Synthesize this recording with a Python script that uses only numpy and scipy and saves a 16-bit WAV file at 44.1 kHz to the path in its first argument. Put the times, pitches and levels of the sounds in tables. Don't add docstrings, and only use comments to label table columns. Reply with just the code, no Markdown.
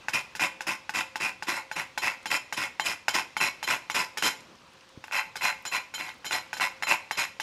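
import sys
import numpy as np
from scipy import signal
from scipy.fft import rfft, irfft, next_fast_len
from scipy.io import wavfile
from scipy.ndimage import uniform_filter1d, map_coordinates

SR = 44100
rng = np.random.default_rng(int(sys.argv[2]) if len(sys.argv) > 2 else 0)


def wav_record(signal):
    frames = np.transpose(np.atleast_2d(signal))
    bounded = np.clip(frames, -1, 1)
    quanta = np.round(bounded * 32767).astype(np.int16)
    wavfile.write(sys.argv[1], SR, quanta)


def how_loud(loudness_db):
    steps = np.asarray(loudness_db, float) / 20
    return 10 ** steps


N = 327222
T = np.arange(N) / SR

# frequency in Hz, level in dB per Hz.
AIR = [(18, -42), (30, -11), (48, -24), (59, -8), (238, -7), (435, -10.5), (471, -8.5), (551, -11),
       (628, -12.5), (1030, -6.5), (2100, -14), (2520, -10.5), (5540, -17.5), (15800, -42.5)]
# frequency in Hz, width in Hz, level in dB.
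HUM = [(530.6, 2.8, -66)]
# frequency in Hz, time to fall by 60 dB in seconds.
KITCHEN = [(150, 0.53), (600, 0.49), (1500, 0.33), (2300, 0.47), (3200, 0.36), (6000, 0.37), (12000, 0.3),
           (15500, 0.14)]
# start in seconds, peak in dB, slide and steel ring in dB relative to the peak.
TAPS = [(0.084, -14, -19, -45), (0.351, -24, -13.5, -43), (0.607, -19.5, -18.5, -60),
        (0.893, -17, -20.5, -50), (1.157, -15.5, -19.5, -42), (1.424, -20, -19.5, -40),
        (1.714, -19.5, -20, -33), (1.976, -15.5, -17, -27.5), (2.257, -18, -15.5, -28.5),
        (2.525, -17, -15.5, -30.5), (2.797, -10, -20, -28), (3.082, -8.5, -18, -35),
        (3.367, -13, -19, -30.5), (3.628, -19, -15.5, -22), (3.899, -15.5, -18, -34),
        (4.172, -22, -10.5, -22), (5.04, -26, -20.5, -44), (5.071, -48, -26, -36), (5.081, -32, -30, -44),
        (5.356, -25.5, -12, -27), (5.652, -27.5, -9, -18.5), (5.939, -28.5, -10.5, -12),
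        (6.245, -27, -15.5, -19), (6.253, -38.5, -3, -22), (6.53, -18.5, -17, -31),
        (6.568, -26.5, -14.5, -55), (6.824, -16.5, -17.5, -24.5), (7.11, -13.5, -19, -33),
        (7.399, -16, -16.5, -30)]
# frequency in Hz, width in Hz, level in dB.
KNOCK = [(871, 31, 10.5), (1070, 12, 4), (1490, 108, 12), (2384, 250, 3), (1710, 2740, 0), (2700, 190, 9),
         (5130, 160, -44), (7000, 190, 6)]
# frequency in Hz, wander of the pitch in Hz.
RINGS = [(3112, 14), (4085, 13), (7020, 48), (11530, 38), (14650, 40)]
RUBBED_DB = [-13.5, -13.5, -17, -21.5, -36]
TAPPED_DB = [2.5, -3.5, -1, -12.5, -27]
GRIP_FREES_DB = [-3, 6, 1.5, 4, 4]
# time in seconds, grip from low -1 to high 1, nearness of the pot in dB.
HAND = [(0.1, -0.66, -15), (1.0, -0.87, -15), (1.8, 1, -18), (2.5, -0.45, -18), (3.2, 0.086, -18),
        (3.8, 0.51, -17.5), (4.05, 0.42, -18), (4.27, -0.067, -14), (5.1, -0.06, -47), (5.5, 1, -33),
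        (6.1, .5, -19), (6.6, 1, -24), (6.92, 0.65, -20), (7.3, .6, -27)]
# frequency in Hz, width in Hz, level in dB.
BOWL = [(1005, 20, -3), (2165, 16, -1), (2225, 18, 0), (2455, 18, 0), (2515, 18, -2)]
# start in seconds, peak in dB, rise to the peak in seconds,
# length in seconds, level at entry in dB relative to the peak.
STROKES = [(0.129, -23.5, 0.014, 0.062, -3.5), (0.394, -19.5, 0.036, 0.07, -4),
           (0.667, -23, 0.028, 0.064, -0.5), (0.937, -22.5, 0.048, 0.077, -4.5),
           (1.199, -23.5, 0.05, 0.09, -4.5), (1.469, -23.5, 0.017, 0.12, -6),
           (1.755, -23.5, 0.043, 0.065, -4.5), (2.016, -23, 0.07, 0.096, -3.5),
           (2.3, -22.5, 0.063, 0.057, -2.2), (2.565, -27, 0.091, 0.099, 0.5),
           (2.834, -22.5, 0.029, 0.089, -19), (3.134, -19, 0.012, 0.061, -5.5),
           (3.402, -23.5, 0.073, 0.079, 2.7), (3.668, -19.5, 0.041, 0.078, -7),
           (3.941, -23.1, 0.057, 0.092, -1), (4.221, -19.5, 0.041, 0.069, -4.5),
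           (5.115, -20.5, 0.06, 0.095, -9), (5.407, -19, 0.045, 0.094, -9.5),
           (5.713, -20, 0.048, 0.062, -6), (5.971, -31, 0.028, 0.13, -9), (6.302, -21, 0.022, 0.075, -13),
           (6.602, -21, 0.02, 0.066, 1.5), (6.865, -16, 0.044, 0.073, -11.5),
           (7.168, -22, 0.029, 0.073, -4.5)]
# start in seconds, bite in dB, reach to the upper plate in dB,
# sharpness of the teeth met in dB, singing of the steel in dB.
BITES = [(0.138, -26, 4.5, 2, -4), (0.396, -10.5, 2, -1, -2), (0.668, -22, -0.5, 0.5, -7),
         (0.947, -19, 0.5, 0.5, -1), (1.211, -18, 2, -0.5, -10), (1.472, -24, -1.5, -0.5, -0.5),
         (1.767, -30, 0, -2.5, -6), (2.025, -29, -0.5, -2, -2), (2.304, -26, 2, 1, 2),
         (2.574, -24, 0.5, 0, -2), (2.856, -25, 2, 4.5, -4), (3.141, -27, -1, 1, -3), (3.403, -15, 2, 1, 2),
         (3.677, -16, -0.5, 0.5, -1), (3.947, -12, -2, 2.5, -4), (4.225, -5.5, -5, 5.5, 4.5),
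         (5.112, -18, -0.5, -4.5, 5.5), (5.41, -19, 0, -2.5, 3.5), (5.723, -33, 1, -3, 3),
         (5.981, -22, -1, -1, 4), (6.31, -10.5, -5, -0.5, 4.5), (6.599, -10.5, -1, -3, 2),
         (6.87, -15.5, 1.5, -2, 1), (7.169, -37, 0, 1.5, 1)]
# frequency in Hz, width in Hz, level in dB.
PLATE = [(556.5, 30, -7), (757, 47, -1.5), (866, 34, 3), (1037.5, 128, 1), (1402, 86, 0.5), (1554, 95, 1),
         (1962, 184, 3.5), (2223, 400, -1)]
# frequency in Hz, width in Hz, level in dB.
UPPER = [(2412, 61, 7.5), (2651, 73, 8.5)]
# frequency in Hz, level in dB per Hz.
TEETH = [(1710, -10), (2900, -1), (3160, -9.5), (3350, -4.5), (4150, -6.5), (4330, -13.5), (5100, 0.5),
         (6010, -9), (6930, -7), (8230, -13.5), (11400, -16), (14200, -26.5), (16000, -43)]
# frequency in Hz, width in Hz, level in dB.
POT = [(104, 14, -7), (165, 116, -1.5), (334, 78, 0)]
# time in seconds, level in dB, frequency in Hz.
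GRIP = [(2.228, -52, 6000), (4.405, -47, 5500), (4.488, -66, 3000), (4.553, -58, 5500), (4.733, -56, 7000),
        (4.808, -50, 3500), (4.89, -51, 5400), (5.073, -52, 10000), (5.088, -61, 9000), (5.623, -52, 11000),
        (6.001, -31, 1900), (6.09, -30, 2190), (6.14, -53, 7000), (6.18, -62, 12000), (6.611, -24, 1500),
        (6.833, -19, 1450), (7.153, -35, 2700)]
# time in seconds, level in dB, frequency in Hz.
BUMP = (4.975, -36.5, 250)
# time in seconds, level in dB.
SLEEVE = [
    (4.36, -55),
    (4.394, -59),
    (4.512, -51),
    (4.614, -72),
    (4.924, -73),
    (4.95, -72),
]
# frequency in Hz, level in dB per Hz.
CLOTH = [(80, -31), (150, 0), (500, -4), (1000, -11), (2000, -20), (4000, -48)]
# lowest frequency of the near objects, highest frequency the microphone hears, in Hz.
MIC_HZ = (111, 15550)


def unit(x):
    return x / np.sqrt(np.mean(x ** 2) + 1e-20)


def along(points, hz):
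    f, v = np.transpose(points)
    return np.interp(np.log(hz + 1), np.log(f + 1), v)


def wobble(rate):
    return map_coordinates(rng.standard_normal(int(N * rate / SR) + 4), [T * rate])


def filtered(x, response):
    m = next_fast_len(N + SR // 4)
    h = response(np.fft.rfftfreq(m, 1 / SR))
    h = h / np.sqrt(np.mean(np.abs(h) ** 2))
    return irfft(rfft(x, m) * h, m)[:N]


def modes(rows):
    def response(f):
        total = 0
        for k, (hz, width, db) in enumerate(rows):
            drag = 1j * f * width
            total = total + (-1) ** k * how_loud(db) * drag / (hz * hz - f * f + drag)
        return total
    return response


def colour(points):
    return lambda f: how_loud(along(points, f))


def grains(rate, spread_db, dust):
    when, side, size = rng.random((3, N))
    size_db = np.minimum(-spread_db * np.log(size), 3 * spread_db)
    tears = (when < rate / SR) * np.sign(side - .5) * how_loud(size_db)
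    return unit(unit(tears) + dust * rng.standard_normal(N))


def patchy(x, depth_db):
    z = signal.stft(x, nperseg=256)[2]
    field = uniform_filter1d(rng.standard_normal(z.shape), size=4, axis=0)
    field = uniform_filter1d(field, size=6, axis=1)
    return unit(signal.istft(z * how_loud(depth_db * unit(field)), nperseg=256)[1][:N])


def air():
    noise = rng.standard_normal((2, N))
    bed_db = -55.5 + .6 * wobble(3) + .6 * wobble(15)
    bed = how_loud(bed_db) * filtered(patchy(noise[0], depth_db=1.6), colour(AIR))
    (hz, width, db), = HUM
    return bed + how_loud(db + 0.84 * wobble(8)) * filtered(noise[1], modes([(hz, width, 0)]))


def earlier_stroke():
    out = np.zeros(N)
    out[:900] = how_loud(-37.5) * filtered(rng.standard_normal(N), modes(PLATE + UPPER))[:900]
    return out


def kitchen(x, wet_db):
    out, step = np.zeros(N + 2 * SR), round(.28 * SR)
    for i in range(0, N, step):
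        hz, t, z = signal.stft(rng.standard_normal(SR // 2), SR, nperseg=256)
        decay = how_loud(-60 * t / along(KITCHEN, hz)[:, None])
        tail = signal.istft(z * decay, SR, nperseg=256)[1]
        wet = signal.fftconvolve(x[i:i + step], tail / np.linalg.norm(tail))
        out[i + 130:][:len(wet)] += wet
    return how_loud(wet_db) * out[:N]


def hand():
    s, place, pot_db = np.transpose(HAND)
    return np.outer(GRIP_FREES_DB, np.interp(T, s, place)), np.interp(T, s, pot_db)


def taps():
    blows, slide, skim = np.zeros((3, N))
    ring = np.zeros((len(RINGS), N))
    starts = np.array([row[0] for row in STROKES] + [N / SR])
    rebound_s = .0011 * how_loud(.6 * rng.standard_normal(len(TAPS)))
    for (s, db, slide_db, ring_db), hop in zip(TAPS, rebound_s):
        blows[round(s * SR) + 15] -= how_loud(db + 10.0)
        blows[round((s + hop) * SR) + 15] -= how_loud(db + 8.5)
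        next_stroke = starts[starts > s][0]
        on = (T >= s) & (T < min(next_stroke + .005, s + .07))
        t = T[on] - s
        lasting = how_loud(.5 * (slide_db + 15))
        slide[on] += how_loud(db + slide_db - 60 * t / (0.081 * lasting))
        skim[on] += how_loud(db + slide_db - 60 * t / (0.11 * lasting)) * (1 - np.exp(-t / 0.0048))
        swell = np.sin(np.pi * np.clip((t / max(t[-1], .045)) ** 0.5, 0, 1))
        ring[:, on] += how_loud(db + ring_db + np.array(TAPPED_DB)[:, None]) * swell
    for s, db, *_ in BITES:
        blows[round(s * SR)] -= how_loud(db + 4.0)
    soft = filtered(blows, lambda f: 1 / (1 + 1j * f / 3000) ** 2)
    rub = grains(rate=1200, spread_db=5.5, dust=1.0)
    hiss = how_loud(3.0) * filtered(skim * patchy(rub, depth_db=1.5), colour(TEETH))
    knock = filtered(how_loud(-5) * soft + slide * rub, modes(KNOCK))
    return knock + hiss, ring * how_loud(hand()[0])


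def steel(strengths):
    ring_t60_s, flutter_db = .045, 2.6
    out, keep = np.zeros(N), how_loud(-60 / (ring_t60_s * SR))
    for strength, (hz, wander_hz) in zip(strengths, RINGS):
        turns = np.cumsum(hz + wander_hz * wobble(130)) / SR
        flutter = how_loud(flutter_db * (wander_hz / 14) ** .55 * wobble(110))
        tone = unit(flutter * np.sin(2 * np.pi * turns))
        out += signal.lfilter([1 - keep], [1, -keep], strength) * tone
    return out


def bowl(x):
    shades = unit(how_loud(3 * np.array([wobble(4) for _ in BOWL])))
    out = np.zeros(N)
    for shade, (hz, width, db) in zip(shades, BOWL):
        out += how_loud(db - 25.5) * filtered(x * shade, modes([(hz, width, 0)]))
    return out


def rows_of_teeth(share):
    rows_per_s, uneven, scatter_db, dies_s = 108, .12, 2.5, .0025
    bites = np.array([row[0] for row in BITES])
    passed = np.cumsum(rows_per_s * (1 + uneven * wobble(60))) / SR
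    last = np.searchsorted(bites, T) - 1
    passed -= passed[np.round(bites * SR).astype(int)][last]
    sizes = how_loud(scatter_db * rng.standard_normal((len(BITES), 1000)))
    size = sizes[last, passed.astype(int) % 1000]
    catch = size * np.exp(-(passed % 1) / (rows_per_s * dies_s))
    drag = how_loud(1.2 * wobble(220) + .6 * wobble(45))
    return [unit(drag * (1 + g * catch)) for g in share]


def strokes():
    attack_s, attack_db = 0.0067, -10
    sag_db, lift_db_per_s = -5.5, -450
    upper_db_per_s, teeth_db_per_s, pot_db_per_s = -39, -51, -100
    db = np.full((4, N), -120.0)
    sing_db, (grip_db, pot_db) = np.zeros(N), hand()
    for (s, peak_db, rise, length, entry_db), (_, _, reach_db, sharp_db, song_db) in zip(STROKES, BITES):
        on = (T >= s) & (T < s + length + .1)
        t = T[on] - s
        rise = max(rise, 2 * attack_s)
        length = max(length, rise + attack_s)
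        shape_db = [entry_db + attack_db, entry_db, 0, sag_db]
        press = peak_db - 6 + np.interp(t, [0, attack_s, rise, length], shape_db)
        press += lift_db_per_s * np.maximum(t - length, 0)
        sing_db[on] = song_db
        travel = np.minimum(t, length) - length / 2
        sink_db = -8.5 * np.exp(-t / 0.0046)
        db[0, on] = press
        db[1, on] = press + reach_db + upper_db_per_s * travel
        db[2, on] = press - 2 + sharp_db + teeth_db_per_s * t.clip(0, length) + sink_db
        db[3, on] = press + pot_db[on] + pot_db_per_s * travel
    ring = how_loud(db[2] + sing_db + grip_db + np.array(RUBBED_DB)[:, None])
    plate, upper, teeth, pot = how_loud(db) * rows_of_teeth(2.6 * np.array([1, 1, .35, .5]))
    tear = grains(rate=2000, spread_db=3.2, dust=1.1)
    fine = patchy(grains(rate=2600, spread_db=4, dust=1) + .6 * tear, depth_db=2.4)
    body = how_loud(-1.0) * filtered(plate * tear, modes(PLATE))
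    body += how_loud(-4.0) * filtered(upper * tear, modes(UPPER))
    body += how_loud(-0.45) * filtered(teeth * fine, colour(TEETH))
    body += filtered(pot * tear, modes(POT))
    return body, ring


def grip():
    out, t = np.zeros(N), np.arange(SR // 20) / SR
    for s, db, hz in GRIP:
        b, a = signal.butter(2, [hz / 1.6, hz * 1.6], "bandpass", fs=SR)
        noise = unit(signal.lfilter(b, a, rng.standard_normal(len(t))))
        puff = noise * how_loud(db - 60 * t / 0.026) * (1 - np.exp(-t / 0.00078))
        out[round(s * SR):][:len(t)] += puff
    s, db, hz = BUMP
    push = how_loud(-60 * t / 0.015) * (1 - np.exp(-t / 0.00085))
    thud = np.sin(2 * np.pi * hz * t) + 2.2 * np.sin(2 * np.pi * hz * t / 3)
    out[round(s * SR):][:len(t)] -= how_loud(db + 7) * push * thud
    return out


def sleeve():
    s, db = np.transpose(SLEEVE)
    level = how_loud(np.interp(T, s, db - 5, left=-120, right=-120) + 2.6 * wobble(30))
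    rustle = patchy(grains(rate=500, spread_db=3, dust=1.2), depth_db=0.5)
    return filtered(level * rustle, colour(CLOTH))


def scene():
    knock, knock_ring = taps()
    rasp, rasp_ring = strokes()
    hands = knock + rasp + grip() + sleeve()
    hands += bowl(hands) + steel(rasp_ring + knock_ring)
    near = hands + kitchen(hands + earlier_stroke(), wet_db=-13.5)
    no_bass = signal.butter(2, MIC_HZ[0], "highpass", fs=SR, output="sos")
    near = signal.sosfilt(no_bass, near)
    return np.tile(near + air(), (2, 1))


def top_cut(x):
    return signal.sosfilt(signal.butter(12, 16480, fs=SR, output="sos"), x)


def record(dry):
    m = next_fast_len(N)
    band = np.clip((MIC_HZ[1] + 400 - np.fft.rfftfreq(m, 1 / SR)) / 400, 0, 1) ** 2
    mix = irfft(rfft(dry, m) * band, m)[:, :N]
    return top_cut(mix)


dry = scene()
out = record(dry)
wav_record(out)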